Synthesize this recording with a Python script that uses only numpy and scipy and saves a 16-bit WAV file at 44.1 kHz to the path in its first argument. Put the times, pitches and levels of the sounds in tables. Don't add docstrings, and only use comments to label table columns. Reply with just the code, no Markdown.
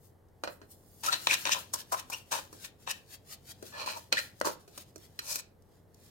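import sys
import numpy as np
from scipy import signal
from scipy.fft import rfft, irfft
from scipy.io import wavfile
from scipy.ndimage import uniform_filter1d, map_coordinates

SR = 44100
rng = np.random.default_rng(int(sys.argv[2]) if len(sys.argv) > 2 else 0)


def master_out(mix):
    frames = np.transpose(np.atleast_2d(mix))
    ceiling = np.clip(frames, -1, 1)
    pcm = np.round(ceiling * 32767).astype(np.int16)
    wavfile.write(sys.argv[1], SR, pcm)


N = 269010
TIME = np.arange(N) / SR

# (frequency [Hz], relative density [dB])
AIR_SPECTRUM = [(15, -54), (25, -10), (61, -7.5), (102, -7.5), (242, -22), (451, -12), (624, -20.5),
                (754, -20), (1400, -30.5), (2000, -32), (2410, -45), (2990, -41.5), (6920, -50),
                (14400, -42), (16000, -58)]
RUMBLE_SPECTRUM = [(60, -15.5), (120, 7), (200, 2.5), (400, -4), (700, -9), (1400, -30.5)]
RUSTLE_SPECTRUM = [(350, -26.5), (650, -4.5), (1100, -9), (1700, -5), (2200, -7.5), (3000, -5.5),
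                   (4400, -2), (7000, -3.5), (12000, -5.5), (15000, -4.5), (16000, -7.5)]
# (frequency [Hz], T60 [s], level [dB])
REVERB_BANDS = [(265, 0.22, 1), (1000, 0.34, -14), (2770, 0.28, -7), (6000, 0.21, -14), (14000, 0.094, -22)]
# (nominal left delay [s], nominal right delay [s], level [dB])
REFLECTIONS = [(.00062, 0.00087, -8.5), (.00143, 0.0017, -2), (.0026, 0.0028, -3.5), (.0049, 0.0037, -10)]

# (crest time [s], build-up [s], spill [s], level [dB], left minus right [dB])
PUSHES = [(.055, 0.048, .04, -61.5, 3.5), (.52, 0.052, 0.034, -55, 1), (0.715, 0.015, 0.028, -50.5, 1),
          (.88, .12, .08, -79, -2), (1.005, .012, .025, -58, 2.5), (1.16, 0.1, 0.037, -47, 3),
          (1.28, 0.11, 0.23, -43.5, 3.5), (1.59, 0.39, 0.036, -43, 4.5), (1.8, 0.036, .02, -41.5, 0.5),
          (1.98, 0.059, 0.035, -45.5, 2), (2.17, 0.066, 0.037, -48.5, 1.5), (2.39, 0.073, 0.055, -47.5, 1),
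          (2.55, 0.033, 0.055, -56, 2.5), (2.651, 0.048, 0.024, -46.5, 4.5), (2.82, 0.027, 0.06, -60, 3),
          (2.94, .05, 0.065, -56, 4.5), (3.145, 0.042, 0.012, -45.5, 3), (3.333, 0.038, 0.014, -42.5, 2.5),
          (3.514, 0.04, 0.0097, -44.5, 2), (3.666, 0.027, .05, -50, 3.5), (3.972, 0.26, 0.071, -52, 3),
          (4.22, 0.044, 0.048, -45.5, 1.5), (4.52, 0.094, 0.026, -48, 4), (4.61, 0.024, 0.031, -61, 1.5),
          (4.815, 0.069, .015, -49, 3.5), (4.89, .04, 0.027, -64.5, -1), (5.05, 0.058, .018, -55.5, 1.5),
          (5.38, 0.23, .04, -58, 4), (5.761, .1, .05, -70.5, -1), (6.06, 0.082, 0.057, -60, -1)]
# (time [s], level [dB])
SEED_DROPS = [(0.286, -51), (4.401, -24), (4.980, -33), (5.623, -43.5), (5.945, -34.5)]

# (frequency [Hz], nominal bandwidth [Hz], relative level [dB], left minus right [dB])
BODY_MODES = [(340, 160, -1, -2), (520, 260, 0, -1)]
STANDING_WALL_MODES = [(580, 81, 10, 1), (763, 240, 4.5, 0.91), (946, 190, 9, 9.1), (1190, 320, -7.5, 1.7)]
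TILTED_WALL_MODES = [(588, 114, 2.5, 0), (910, 180, -1, -1.5), (1033, 150, -4, -2), (1273, 360, -7, 0.81)]
RIM_MODES = [(569, 130, 9.5, -2), (740, 160, -5, -6.5), (946, 420, 1, 4.5), (1375, 350, 5, -0.5)]
STIRRING_SPOON_MODES = [(1843, 190, 2.5, 9), (2570, 530, 3, -3), (3010, 55, -3.5, -2), (3750, 470, -2, 13),
                        (5600, 140, -6.5, 16.5), (6300, 130, -9.5, 5.5)]
SCOOPING_SPOON_MODES = [(1440, 110, 6.5, -0.5), (1682, 410, 5.5, 2.5), (2412, 280, 6.5, -3.5),
                        (2817, 540, -12, -5.5), (4090, 270, 8, 0), (5190, 160, -31.5, 0)]
GRIT_MODES = [(5616, 2400, 9, 0.42), (6600, 600, 0, 0.14), (8100, 970, 4.5, 0), (11000, 9000, 2, 0.041),
              (14500, 10000, -11.5, 0.59)]

# (start [s], duration [s], first pitch [Hz], last pitch [Hz],
# relative level [dB], second harmonic re fundamental [dB], pitch spread [fraction])
SQUEAKS = [(1.076, 0.024, 1265, 1377, -22.5, -30, 0.033), (1.113, 0.035, 4040, 4300, -28.5, -33, 0.06),
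           (1.288, 0.036, 2420, 2454, -31, -28.5, 0.058), (1.309, 0.0073, 2726, 2300, -20, -33, 0.0075),
           (1.336, 0.021, 2870, 2600, -43, -9, 0.058), (1.516, 0.026, 2730, 3170, -28.5, 2.5, 0.11),
           (1.924, 0.035, 1008, 1218, -29, -19.5, 0.18), (2.117, 0.04, 2280, 3060, -39.5, -6.5, 0.045),
           (2.89, 0.04, 2525, 2943, -44, -2.5, 0.068), (3.715, 0.066, 1770, 1703, -49.5, -19.5, 0.018),
           (3.866, 0.025, 1033, 990, -36.5, -27.5, 0.022), (3.951, 0.041, 988, 900, -45.5, -26, 0.031),
           (4.166, 0.021, 1495, 2127, -28, -12.5, 0.028), (5.272, 0.069, 5220, 5550, -41.5, -15, 0.1176)]
# (start [s], pressing [s], easing [s], pressure swell [dB], wood [dB], spoon [dB], grit [dB])
DRAGS = [(1.036, 0.031, 0.054, 4.5, -41, -34.5, -30.5), (1.123, .006, 0.036, 2, -38.5, -28.5, -33),
         (1.285, 0.058, 0.012, 13, -41, -24, -27), (1.458, 0.0075, .04, 10, -38, -30, -61),
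         (1.503, 0.019, 0.027, 11.5, -47, -26, -28.5), (1.548, 0.011, .035, 2.5, -40, -44, -58),
         (1.737, 0.0058, 0.019, -1.5, -38.5, -56, -28), (1.922, 0.0078, 0.023, -4.5, -36.5, -55, -32.5),
         (1.968, 0.028, 0.011, 14, -52, -39.5, -36), (2.118, 0.012, 0.025, 7, -43.5, -42, -35.5),
         (2.315, 0.01, 0.074, 3.5, -35, -32.5, -28.5), (2.643, 0.0048, 0.016, 5, -58, -40.5, -38.5),
         (2.868, 0.045, 0.0096, 18, -46.5, -32.5, -30.5), (3.724, 0.091, 0.039, 20, -39, -35.5, -47),
         (3.862, 0.044, 0.049, 4.5, -42, -35, -41), (3.955, 0.023, 0.02, 9.5, -47.5, -49, -42),
         (4.121, 0.013, 0.021, 13.5, -39, -34, -42), (4.151, 0.04, 0.015, 12.5, -44.5, -28, -34.5),
         (4.446, 0.018, 0.04, 7.5, -30.5, -36.5, -30), (5.215, .1, 0.068, 19, -49, -42.5, -30),
         (5.385, .012, 0.011, 9, -51.5, -41.5, -34.5)]
# (time [s], crunch decay [s], body [dB], wood [dB], spoon [dB], grit [dB])
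KNOCKS = [(0.437, 0.013, -41, -29.5, -34.5, -43.5), (0.475, 0.015, -43.5, -31.5, -40.5, -59),
          (0.616, 0.025, -48.5, -48, -57, -65), (1.063, 0.0033, -52, -44, -39, -31),
          (1.271, 0.0037, -42, -27.5, -23, -34.5), (1.32, 0.0026, -41, -40, -28, -40.5),
          (1.454, 0.0026, -48.5, -34.5, -27, -48.5), (1.472, 0.0027, -48, -34, -30.5, -48.5),
          (1.493, 0.0009, -42, -27, -33.5, -45.5), (1.739, 0.0048, -52, -38.5, -43.5, -28.5),
          (1.926, 0.018, -62, -39, -43, -33), (2.1, 0.0099, -53, -42, -68, -38.5),
          (2.528, 0.016, -46.5, -50.5, -59, -48.5), (2.875, 0.011, -53.5, -35.5, -38.5, -55),
          (3.626, 0.0065, -38.5, -45, -53, -49.5), (3.861, 0.0017, -46, -48, -44, -47.5),
          (4.126, 0.0042, -38.5, -24.5, -16, -31), (4.413, 0.0019, -34, -24, -36.5, -38.5),
          (4.454, 0.0013, -34, -47.5, -48, -36.5), (4.471, 0.0017, -31.5, -28, -38, -59),
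          (4.678, 0.014, -52, -55, -57.5, -55.5), (4.777, 0.006, -49.5, -40.5, -45, -42.5),
          (4.959, 0.0049, -43.5, -49.5, -55, -47.5), (5.191, 0.0046, -49.5, -49, -33, -38.5),
          (5.357, 0.0093, -54, -69, -40.5, -30)]


def from_db(db):
    return 10 ** (np.asarray(db) / 20)


def unit_rms(x):
    return x / np.sqrt(np.mean(x ** 2) + 1e-20)


def at_hz(points, hz, column=1):
    points = np.array(points)
    return np.interp(np.log(hz + 1e-9), np.log(points[:, 0]), points[:, column])


def drift(knots_per_s):
    knots = rng.standard_normal(N // 8)
    return map_coordinates(knots, [TIME * knots_per_s], order=2, mode="wrap")


def coloured(x, spectrum):
    gain = from_db(at_hz(spectrum, np.fft.rfftfreq(N, 1 / SR)))
    return unit_rms(irfft(rfft(x) * gain, N))


def stereo_noise(correlation, length=N):
    mid, side = rng.standard_normal((2, length))
    side = side * np.array([[1], [-1]])
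    return (np.sqrt(1 + correlation) * mid + np.sqrt(1 - correlation) * side) / np.sqrt(2)


def grains(per_s, spread_db, correlation):
    occurs = rng.random(N) < per_s / SR
    sizes = from_db(spread_db * np.minimum(rng.exponential(1, N), 4))
    return unit_rms(stereo_noise(correlation) * occurs * sizes)


def resonate(drive, modes, max_q=20):
    impulse, response = np.eye(1, 2048)[0], 0
    for hz, width_hz, level_db, pan_db in modes:
        radius = np.exp(-np.pi * max(width_hz, hz / max_q) / SR)
        poles = [1, -2 * radius * np.cos(2 * np.pi * hz / SR), radius ** 2]
        gains = from_db(level_db + np.array([[.5], [-.5]]) * pan_db)
        response = response + gains * (1 - radius ** 2) * signal.lfilter([1, 0, -1], poles, impulse)
    edges_hz = [modes[0][0] * .7, min(modes[-1][0] * 1.4, SR * .45)]
    response = signal.sosfilt(signal.butter(2, edges_hz, "band", fs=SR, output="sos"), response)
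    return signal.oaconvolve(drive, np.sqrt(2) * response / np.linalg.norm(response), axes=1)[:, :N]


def late_right(pair, lag_s):
    return np.array([pair[0], np.roll(pair[1], round(lag_s * SR))])


def background(flow):
    air = from_db(-64) * coloured(stereo_noise(correlation=0.33), AIR_SPECTRUM)
    effort = np.abs(uniform_filter1d(flow, int(.25 * SR)))
    handling = from_db(-59.5) * (effort / effort.max()) ** 0.38
    rumble_level = np.hypot(from_db(-68.5), handling)
    rumble = rumble_level * coloured(stereo_noise(correlation=1.0), RUMBLE_SPECTRUM)
    motor_phase = 2 * np.pi * 90.8 * TIME + 0.66 * drift(32)
    motor = unit_rms(np.sin(motor_phase) * from_db(1.8 * drift(12)))
    return air + rumble + from_db(-66.5) * motor


def kitchen_reverb(sound):
    t, response = TIME[:SR // 2], 0
    onset = 1 - np.exp(-t / 0.00043)
    for low_hz in 125 * 2. ** np.arange(8):
        centre_hz = low_hz * np.sqrt(2)
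        decay = from_db(-60 * t / at_hz(REVERB_BANDS, centre_hz))
        tail = rng.standard_normal((2, len(t))) * decay * onset
        tail *= from_db(at_hz(REVERB_BANDS, centre_hz, column=2)) / np.linalg.norm(tail[0])
        octave = signal.butter(2, [low_hz, min(2 * low_hz, SR * .45)], "band", fs=SR, output="sos")
        response = response + signal.sosfilt(octave, tail)
    return signal.oaconvolve(sound, response, axes=1)[:, :N]


def close_reflections(pair, path_sway=.3):
    total, power = pair, 1
    for *delays_s, level_db in REFLECTIONS:
        stretch = np.exp(path_sway * drift(1.5))
        echo = [np.interp(TIME - delay * stretch, TIME, side) for delay, side in zip(delays_s, pair)]
        total = total + from_db(level_db) * np.array(echo)
        power += from_db(level_db) ** 2
    return total / np.sqrt(power)


def at_contact(pair):
    crest_s, *_, pans_db = np.transpose(PUSHES)
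    pan_db = np.interp(TIME, crest_s, pans_db)
    return late_right(pair, lag_s=.00042) * from_db([pan_db / 2, -pan_db / 2])


def seed_flow(trickle_db=-29, trickle_s=.1):
    t, power = TIME[::20], 0
    for crest, build_s, spill_s, level_db, _ in PUSHES:
        from_crest = np.maximum((crest - t) / build_s, (t - crest) / spill_s)
        heap = np.exp(-from_crest ** 1.4)
        trickle = from_db(trickle_db) * (t > crest) * np.exp(-np.abs(t - crest) / trickle_s)
        power = power + (from_db(level_db) * (heap + trickle)) ** 2
    return np.interp(TIME, t, np.sqrt(power))


def seed_rustle(flow, dry_until_s=1.025, dry_db_per_octave=5.5):
    ticks = grains(per_s=14000, spread_db=3.0, correlation=0.69)
    dry_spectrum = [(hz, db + dry_db_per_octave * np.log2(hz)) for hz, db in RUSTLE_SPECTRUM]
    dry_ticks, moist_ticks = coloured(ticks, dry_spectrum), coloured(ticks, RUSTLE_SPECTRUM)
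    return flow * np.where(TIME < dry_until_s, dry_ticks, moist_ticks)


def seed_drops():
    clicks = np.zeros((2, N))
    for time_s, level_db in SEED_DROPS:
        clicks[:, round(time_s * SR)] = from_db(level_db)
    return resonate(clicks, GRIT_MODES)


def squeaks(flutter_db=4.5):
    sound, waver, flutter = np.zeros(N), drift(900), from_db(flutter_db * drift(350))
    for start, length, first_hz, last_hz, level_db, overtone_db, spread in SQUEAKS:
        span = slice(round(start * SR), round((start + length) * SR))
        progress = np.linspace(0, 1, span.stop - span.start)
        hz = (first_hz + (last_hz - first_hz) * progress) * (1 + spread * waver[span])
        phase = 2 * np.pi * np.cumsum(hz) / SR
        tone = np.sin(phase) + from_db(overtone_db) * np.sin(2 * phase)
        envelope = np.sin(np.pi * progress) * unit_rms(flutter[span])
        sound[span] += from_db(level_db) * np.sqrt(2) * envelope * tone
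    return late_right([sound * from_db(3.5), sound * from_db(-.8)], lag_s=.00036)


def drag_envelopes(attack_s=0.0026, release_s=0.0018, ease_db=12):
    exponents = (0.77, 0.95, 1.3)
    envelopes = np.zeros((3, N))
    for start, press_s, ease_s, swell_db, *parts_db in DRAGS:
        bite, end = start + press_s, start + press_s + ease_s
        near = (TIME > start - 10 * attack_s) & (TIME < end + 10 * release_s)
        t = TIME[near]
        pressure_db = np.interp(t, [start, bite, end], [-swell_db, 0, -ease_db])
        contact = np.exp(np.minimum(t - start, 0) / attack_s - np.maximum(t - end, 0) / release_s)
        pressure_gain = from_db(np.outer(exponents, pressure_db))
        envelopes[:, near] += from_db(parts_db)[:, None] * pressure_gain * contact
    return envelopes


def knock_forces(crunch_ratio=1.3, rise_s=.0007):
    lead = SR // 80
    forces, t = np.zeros((4, 2, N)), np.arange(-lead, SR // 20) / SR
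    for time_s, decay_s, *levels_db in KNOCKS:
        envelope = np.exp(np.minimum(t / rise_s, -t / decay_s))
        burst = stereo_noise(correlation=0.35, length=len(t)) * envelope
        burst *= crunch_ratio / np.linalg.norm(burst[0])
        burst[:, lead] += 1
        burst *= np.sqrt(SR / 100 / (1 + crunch_ratio ** 2))
        first = round(time_s * SR) - lead
        forces[:, :, first:first + len(t)] += from_db(levels_db)[:, None, None] * burst
    return forces


def spoon_on_bowl(stir_from_s=0.9, stir_until_s=3.58):
    wood_drag, spoon_drag, grit_drag = drag_envelopes()
    surge = unit_rms(from_db(0.76 * drift(300)))
    slips = surge * grains(per_s=3800, spread_db=1.0, correlation=0.35)
    crushing = surge * grains(per_s=7000, spread_db=4.0, correlation=0.35)
    on_body, on_wood, on_spoon, on_grit = from_db(-1.0) * knock_forces()
    on_spoon = on_spoon + from_db(-1.56) * spoon_drag * slips
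    rubbing = from_db(2.0) * wood_drag * slips
    sunk = (TIME > stir_from_s) & (TIME < stir_until_s)
    wood = (resonate(on_body + from_db(-13.5) * rubbing, BODY_MODES)
            + resonate((on_wood + rubbing) * sunk, STANDING_WALL_MODES)
            + resonate(rubbing * ~sunk, TILTED_WALL_MODES)
            + resonate(on_wood * ~sunk, RIM_MODES))
    metal = (resonate(on_spoon * sunk, STIRRING_SPOON_MODES)
             + resonate(on_spoon * ~sunk, SCOOPING_SPOON_MODES))
    grit = resonate(on_grit + from_db(-2.5) * grit_drag * crushing, GRIT_MODES)
    grit = at_contact(close_reflections(grit))
    return late_right(wood, lag_s=.0003) + late_right(metal, lag_s=.00036) + grit


def scene():
    flow = seed_flow()
    seeds = at_contact(close_reflections(seed_rustle(flow) + seed_drops()))
    direct = spoon_on_bowl() + squeaks() + seeds
    return direct + kitchen_reverb(direct) + background(flow)


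def record(dry, cutoff_hz=15900):
    return signal.sosfilt(signal.ellip(10, .1, 80, cutoff_hz, fs=SR, output="sos"), dry)


dry = scene()
out = record(dry)
master_out(out)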